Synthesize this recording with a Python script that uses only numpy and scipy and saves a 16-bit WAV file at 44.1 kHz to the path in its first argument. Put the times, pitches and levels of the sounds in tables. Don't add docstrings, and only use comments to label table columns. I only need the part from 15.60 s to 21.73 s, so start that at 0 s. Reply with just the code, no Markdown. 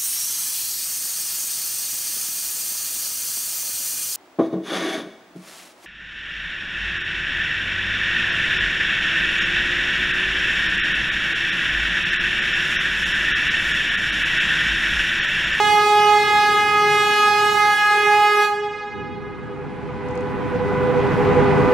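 import sys
import numpy as np
from scipy import signal
from scipy.fft import irfft, next_fast_len
from scipy.io import wavfile
from scipy.ndimage import uniform_filter1d

SR = 44100
rng = np.random.default_rng(int(sys.argv[2]) if len(sys.argv) > 2 else 0)


def undo_db(level):
    steps = np.asarray(level, float) / 20
    return 10 ** steps


def transcribe(signal):
    frames = np.atleast_2d(signal).T
    limited = np.clip(frames, -1, 1)
    pcm = np.round(limited * 32767).astype(np.int16)
    wavfile.write(sys.argv[1], SR, pcm)


N = 270333
HOP = 64
S = np.arange(N) / SR
T = np.arange(N // HOP + 2) * HOP / SR
SOUND_M_S = 343
AFTER = np.maximum(T - 2.85, 0)
BLOWN = np.exp(-AFTER / .045)
SCATTER_HZ = 5.65
HELD_DB = -55.5


def horn():
    # (time [s], fundamental [Hz])
    pitch = [
        (0, 418),
        (.5, 417.9),
        (1.4, 417.65),
        (2.4, 417.35),
        (2.8, 417.2),
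        (3.1, 416.4),
        (4.4, 416.6),
    ]
    # (partial number, level [dB rms])
    bell = [(1, -25.5), (2, -20.5), (4, -24), (7, -30), (10, -37.5), (20, -54), (33, -61.5), (37, -77.5)]
    flutter_hz, flutter_db, flutter_bend = 38, -23, .04
    (hz,) = columns(pitch)
    phase = 2 * np.pi * np.cumsum(np.interp(S, T, hz)) / SR
    throb = 2 * np.pi * flutter_hz * T + .7 * waver(3.).real
    turn = tone = np.exp(1j * phase)
    mid = side = 0
    for k in range(1, 38):
        dull = 1 + (k * hz[0] / 5000) ** 2
        level = undo_db(on_log(bell, k))
        partial = low_partial if k <= 6 else high_partial
        paths, mean = partial(k, hz[0], level, dull)
        paths = paths + mean * 2 * undo_db(flutter_db) * BLOWN * np.cos(throb) * waver(6.4)
        bend = np.exp(1j * k * flutter_bend * BLOWN * np.sin(throb))
        smear = undo_db(-30) * waver(55 * min(k / 4, 1.5))
        paths = paths * bend + mean * smear
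        side_db = -16.5 + 1.0 * np.log2(max(k / 4, 1))
        aside = mean * bend * waver(SCATTER_HZ * np.sqrt(k / 5)) * undo_db(side_db)
        mid = mid + play(paths, tone)
        side = side + play(aside, tone)
        tone = tone * turn
    return pair(mid, side, -2.14) * np.sqrt(2) + breath(phase)


def low_partial(k, hz, level, dull):
    reed_db = [-36, -23, -24, -24, -29, -30]
    # (extra path [m], opening speed [m/s], its change [m/s2],
    # level at partial 1 [dB], tilt [dB/octave])
    mirrors = [(3.003, 0.084, 0.065, 2.2, -5.5), (4.808, 0.109, -0.049, 2.3, -7.6),
               (5.977, 0.159, 0.096, -11.5, -1.0), (8.202, 0.168, 0.161, -23.8, 3.0),
               (9.392, 0.233, -0.088, -1.3, -7.2), (11.351, 0.434, 0.059, -15.7, -0.1),
               (12.507, 0.46, 0.031, -7.0, -6.8), (13.999, 0.615, -0.672, 5.3, -15.0),
               (16.041, 0.676, -0.161, -7.7, -5.6), (17.31, 0.815, 0.728, -25.6, 3.0),
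               (19.126, 1.033, 0.802, 3.2, -13.7), (21.268, 1.065, 0.606, 3.2, -11.4),
               (22.707, 1.188, -0.758, 0.3, -10.8), (23.841, 1.252, 0.059, -2.0, -5.3),
               (25.978, 1.281, -0.073, -4.3, -8.7), (27.309, 1.456, -0.604, -29.8, 3.0),
               (29.514, 1.506, 1.277, 4.4, -14.8), (30.555, 1.599, 0.205, 0.5, -11.7),
               (32.648, 1.854, -0.447, 1.0, -12.5), (33.916, 2.756, 1.143, -5.4, -10.6)]
    path_s, wave_m = 1.4, SOUND_M_S / 417.5
    fall_s = 0.16
    paths = BLOWN
    for m, m_s, m_s2, db, tilt_db in mirrors:
        late = np.maximum(AFTER - m / SOUND_M_S, 0)
        mirrored = echo(m, m_s, m_s2, T - path_s, wave_m / k) * np.exp(-late * k / fall_s)
        paths = paths + undo_db(db + tilt_db * np.log2(k)) * mirrored
    near = np.exp(-AFTER * np.sqrt(k) / fall_s)
    far = undo_db(-11 - 60 * AFTER * dull / 4.56)
    mean = level * (near + far)
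    loose = near * undo_db(-13) * waver(3.6 * k) + far * (1 - BLOWN) * waver(10.0 * np.sqrt(k))
    lag = np.exp(-7.1j / k)
    paths = undo_db(reed_db[k - 1]) * paths * lag + level * loose
    flat = np.exp(2j * np.pi * k * hz * (.97 - 1) * T)
    paths = paths + mean * undo_db(-21 - 4 * max(k - 4, 0)) * waver(9.) * flat
    return paths, mean


def high_partial(k, hz, level, dull):
    # (time [s], pressure [dB], brightness [dB/octave])
    air = [
        (0, 6, -0.5),
        (.15, 2.5, 1.5),
        (.7, 2, 0.5),
        (.95, 0.5, 1.4),
        (1.15, -3, 1.5),
        (1.4, 1.5, 1.7),
        (2, 1.5, 1.6),
        (2.5, -2, 2.1),
        (2.82, -2.5, 3.5),
    ]
    upper_db, bright_db = columns(air)
    near = undo_db(-60 * AFTER * dull / .55)
    far = undo_db(-13.5 - 60 * AFTER * dull / 4.45)
    full = level * undo_db(upper_db + bright_db * np.log2(k / 5))
    straight = 0.5 * BLOWN * np.exp(.02j * k ** 2)
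    scattered = near * undo_db(-12) * waver(SCATTER_HZ * np.sqrt(k / 5))
    paths = full * (straight + scattered + far * waver(20.6))
    return paths, full * (near + far)


def breath(phase):
    # (frequency [Hz], level [dB per Hz])
    rush = [(300, -87), (800, -110.5), (1500, -92), (3000, -81), (6000, -81.5), (10000, -104),
            (15500, -116)]
    sag_db = 8.5 * np.maximum(T - 2.1, 0)
    puffs = 1 + 0.38 * np.cos(phase)
    return puffs * bands(rush, -3 - sag_db - 60 * AFTER / .4, 0, 1.5)


def train():
    roll_db = np.clip(HELD_DB + 11 * (T - 3.396), HELD_DB, -30)
    return rumble_and_fans(roll_db) + rail_hiss(roll_db) + gear_whine(roll_db)


def gear_whine(roll_db):
    # (multiple of the mesh rate, width [Hz], level [dB])
    teeth = [(1, 3, 0), (2, 4, -8), (3, 5, -15), (4, 5, -16), (5, 6, -22)]
    # (extra path [m], opening speed [m/s], its change [m/s2], level [dB])
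    walls = [(2.324, -1.688, 0.061, -11.5), (7.234, -1.038, 0.435, 0.7), (11.784, -0.094, 0.621, -1.7),
             (16.657, 0.934, -0.138, -3.7), (21.657, 1.981, -0.108, -7.3), (26.349, 2.924, -0.428, -9.0),
             (30.918, 3.969, 1.227, -9.4)]
    mesh_hz, path_s = 499.7, 4.8
    paths = 1
    for m, m_s, m_s2, db in walls:
        paths = paths + undo_db(db) * echo(m, m_s, m_s2, T - path_s, SOUND_M_S / mesh_hz)
    drive_db = 6.5 - 8.5 * np.clip((3.24 - T) / 0.17, 0, 1)
    gear_db = roll_db + drive_db + 20 * np.log10(abs(paths))
    load_db = uniform_filter1d(gear_db, size=SR // HOP // 2)
    mesh = [(k * mesh_hz, width, db + (gear_db if k == 1 else load_db)) for k, width, db in teeth]
    flat = [(hz * .977, 2 * width, db - 4) for hz, width, db in mesh[:3]]
    return tones(mesh, -1.5, .85) + tones(flat, -2.5, .2)


def rumble_and_fans(roll_db):
    # (time [s], rumble over the rolling noise [dB])
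    coaches = [(0, 13), (.08, 21.5), (.25, 13.5), (.75, 18), (1.45, 19), (1.55, 15), (1.95, 17.5), (2.3, 9),
               (2.58, 14), (2.65, 6.5), (3.3, 11), (3.38, 22), (3.72, 15.5), (4.4, 12.5), (5.4, 11),
               (5.7, 8.5), (6.08, 10.5), (6.13, 5)]
    # (frequency [Hz], level [dB per Hz])
    drumming = [(12, -74), (20, -25.5), (89, -2), (140, 0), (280, -2.5), (380, -9), (490, -16), (840, -120)]
    # (frequency [Hz], width [Hz], level [dB])
    fans = [(104.9, 8, -13.5), (150.3, 5.1, -7), (263.4, 19, -8.5), (403.7, 15.5, 2), (398.3, 20, -10.5),
            (822, 40, -7), (1215, 9.2, -15.5)]
    rumble_db = roll_db + columns(coaches)[0]
    facing_db = 3.5 * np.clip((T - 5.55) / 0.068, 0, 1)
    return bands(drumming, rumble_db - 22.5, 0, 0.51) + tones(fans, rumble_db - 4.0 + facing_db, 0.23)


def rail_hiss(roll_db):
    # (frequency [Hz], level [dB per Hz])
    rolling = [(300, -8.5), (450, -1), (900, 1.5), (2200, -10.5), (5000, -32), (9500, -44), (11000, -47.5),
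               (15500, -90.5)]
    tilt_db = 2.37 - 0.0587 * (roll_db - HELD_DB)
    return bands(rolling, roll_db - 25, tilt_db, 1.5)


def flange():
    # (time [s], centre [Hz], level [dB])
    rub = [
        (3.4, 11500, -100),
        (3.58, 12000, -82),
        (3.75, 11500, -100),
        (4.55, 12600, -92),
        (4.7, 12500, -77),
        (5.2, 12100, -71),
        (5.65, 11600, -66),
        (5.78, 12500, -76),
        (6.13, 13300, -66),
    ]
    hz, db = columns(rub)
    tone = np.exp(2j * np.pi * np.cumsum(np.interp(S, T, hz)) / SR)
    size = int(SR / 900)
    grit = uniform_filter1d(rng.standard_normal((2, N)), size)
    grit = uniform_filter1d(grit, size) * np.sqrt(size)
    return play(undo_db(db + 7), grit * tone)


def ticks():
    # (time [s], peak [dB], frequency [Hz])
    clicks = [
        (3.5794, -72, 5010),
        (4.0494, -74, 5060),
        (4.4857, -51, 6130),
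        (4.5094, -52.5, 5150),
        (4.5535, -48.5, 6330),
        (4.575, -44, 5000),
        (4.6079, -51, 6340),
        (5.6494, -51.5, 5320),
        (6.116, -50, 9030),
    ]
    out, t = np.zeros((2, N)), np.arange(600) / SR
    for s, db, hz in clicks:
        b, a = signal.butter(2, [0.71 * hz, 1.36 * hz], "band", fs=SR)
        burst = rng.standard_normal((2, len(t))) * np.exp(-t / 0.0033)
        start = int(s * SR)
        out[:, start:start + len(t)] += undo_db(db + 9.5) * signal.lfilter(b, a, burst)
    return out


def bands(spectrum, db, tilt_db, flicker_db):
    # (frequency [Hz], likeness [0 to 1])
    likeness = [(25, .85), (60, .35), (130, 0), (300, .1), (700, .86), (4400, .7), (8000, .2), (15000, 0)]
    size = next_fast_len(N)
    f = np.maximum(np.fft.rfftfreq(size, 1 / SR), 1)
    low, top = spectrum[0][0], spectrum[-1][0]
    colour = undo_db(on_log(spectrum, f))
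    out = 0
    for hz in low * 2 ** np.arange(0, np.log2(top / low) + .3, .5):
        shape = np.cos(np.pi * np.clip(np.log2(f / hz), -.5, .5)) * colour * (f < top)
        chance = rng.standard_normal((2, len(f))) + 1j * rng.standard_normal((2, len(f)))
        mid, side = irfft(shape * chance, size)[:, :N] * np.sqrt(SR * size / 4)
        alike = np.clip(on_log(likeness, hz), 0, 1)
        gain = undo_db(db + tilt_db * max(np.log2(hz / 700), 0) + flicker_db * waver(19.0).real)
        mid, side = mid * np.sqrt((1 + alike) / 2), side * np.sqrt((1 - alike) / 2)
        out = out + play(gain, pair(mid, side, -1.5 * alike))
    return out


def tones(modes, level_db, steady):
    mid = side = 0
    for hz, width, db in modes:
        tone = np.sqrt(2) * np.exp(2j * np.pi * hz * S)
        gain = undo_db(db + level_db)
        direct = steady * np.exp(1j * waver(width / 2).real)
        mid = mid + play(gain * (direct + (1 - steady) * waver(width)), tone)
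        side = side + play(gain * undo_db(-14.5) * waver(width), tone)
    return pair(mid, side, -2.3)


def echo(metres, m_s, m_s2, since, wave_m):
    return np.exp(-2j * np.pi * (metres + m_s * since + m_s2 * since ** 2 / 2) / wave_m)


def waver(rate):
    f = np.fft.fftfreq(len(T), HOP / SR)
    chance = [1, 1j] @ rng.standard_normal((2, len(f)))
    z = np.fft.ifft(np.exp(-(f / rate) ** 2) * chance)
    return z / np.sqrt(np.mean(abs(z) ** 2))


def play(gain, sound):
    return (np.interp(S, T, gain) * sound).real


def pair(mid, side, left_db):
    return np.array([(mid + side) * undo_db(left_db / 2), (mid - side) * undo_db(-left_db / 2)])


def columns(table):
    s, *rest = np.transpose(table)
    return [np.interp(T, s, c) for c in rest]


def on_log(table, x):
    a, b = np.transpose(table)
    return np.interp(np.log(x), np.log(a), b)


def scene():
    return horn() + train() + flange() + ticks()


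def roll_off(x):
    return signal.sosfilt(signal.butter(12, 15420, fs=SR, output="sos"), x)


def record(dry):
    limited = np.tanh(.5 * dry) / .5
    return roll_off(limited)


dry = scene()
out = record(dry)
transcribe(out)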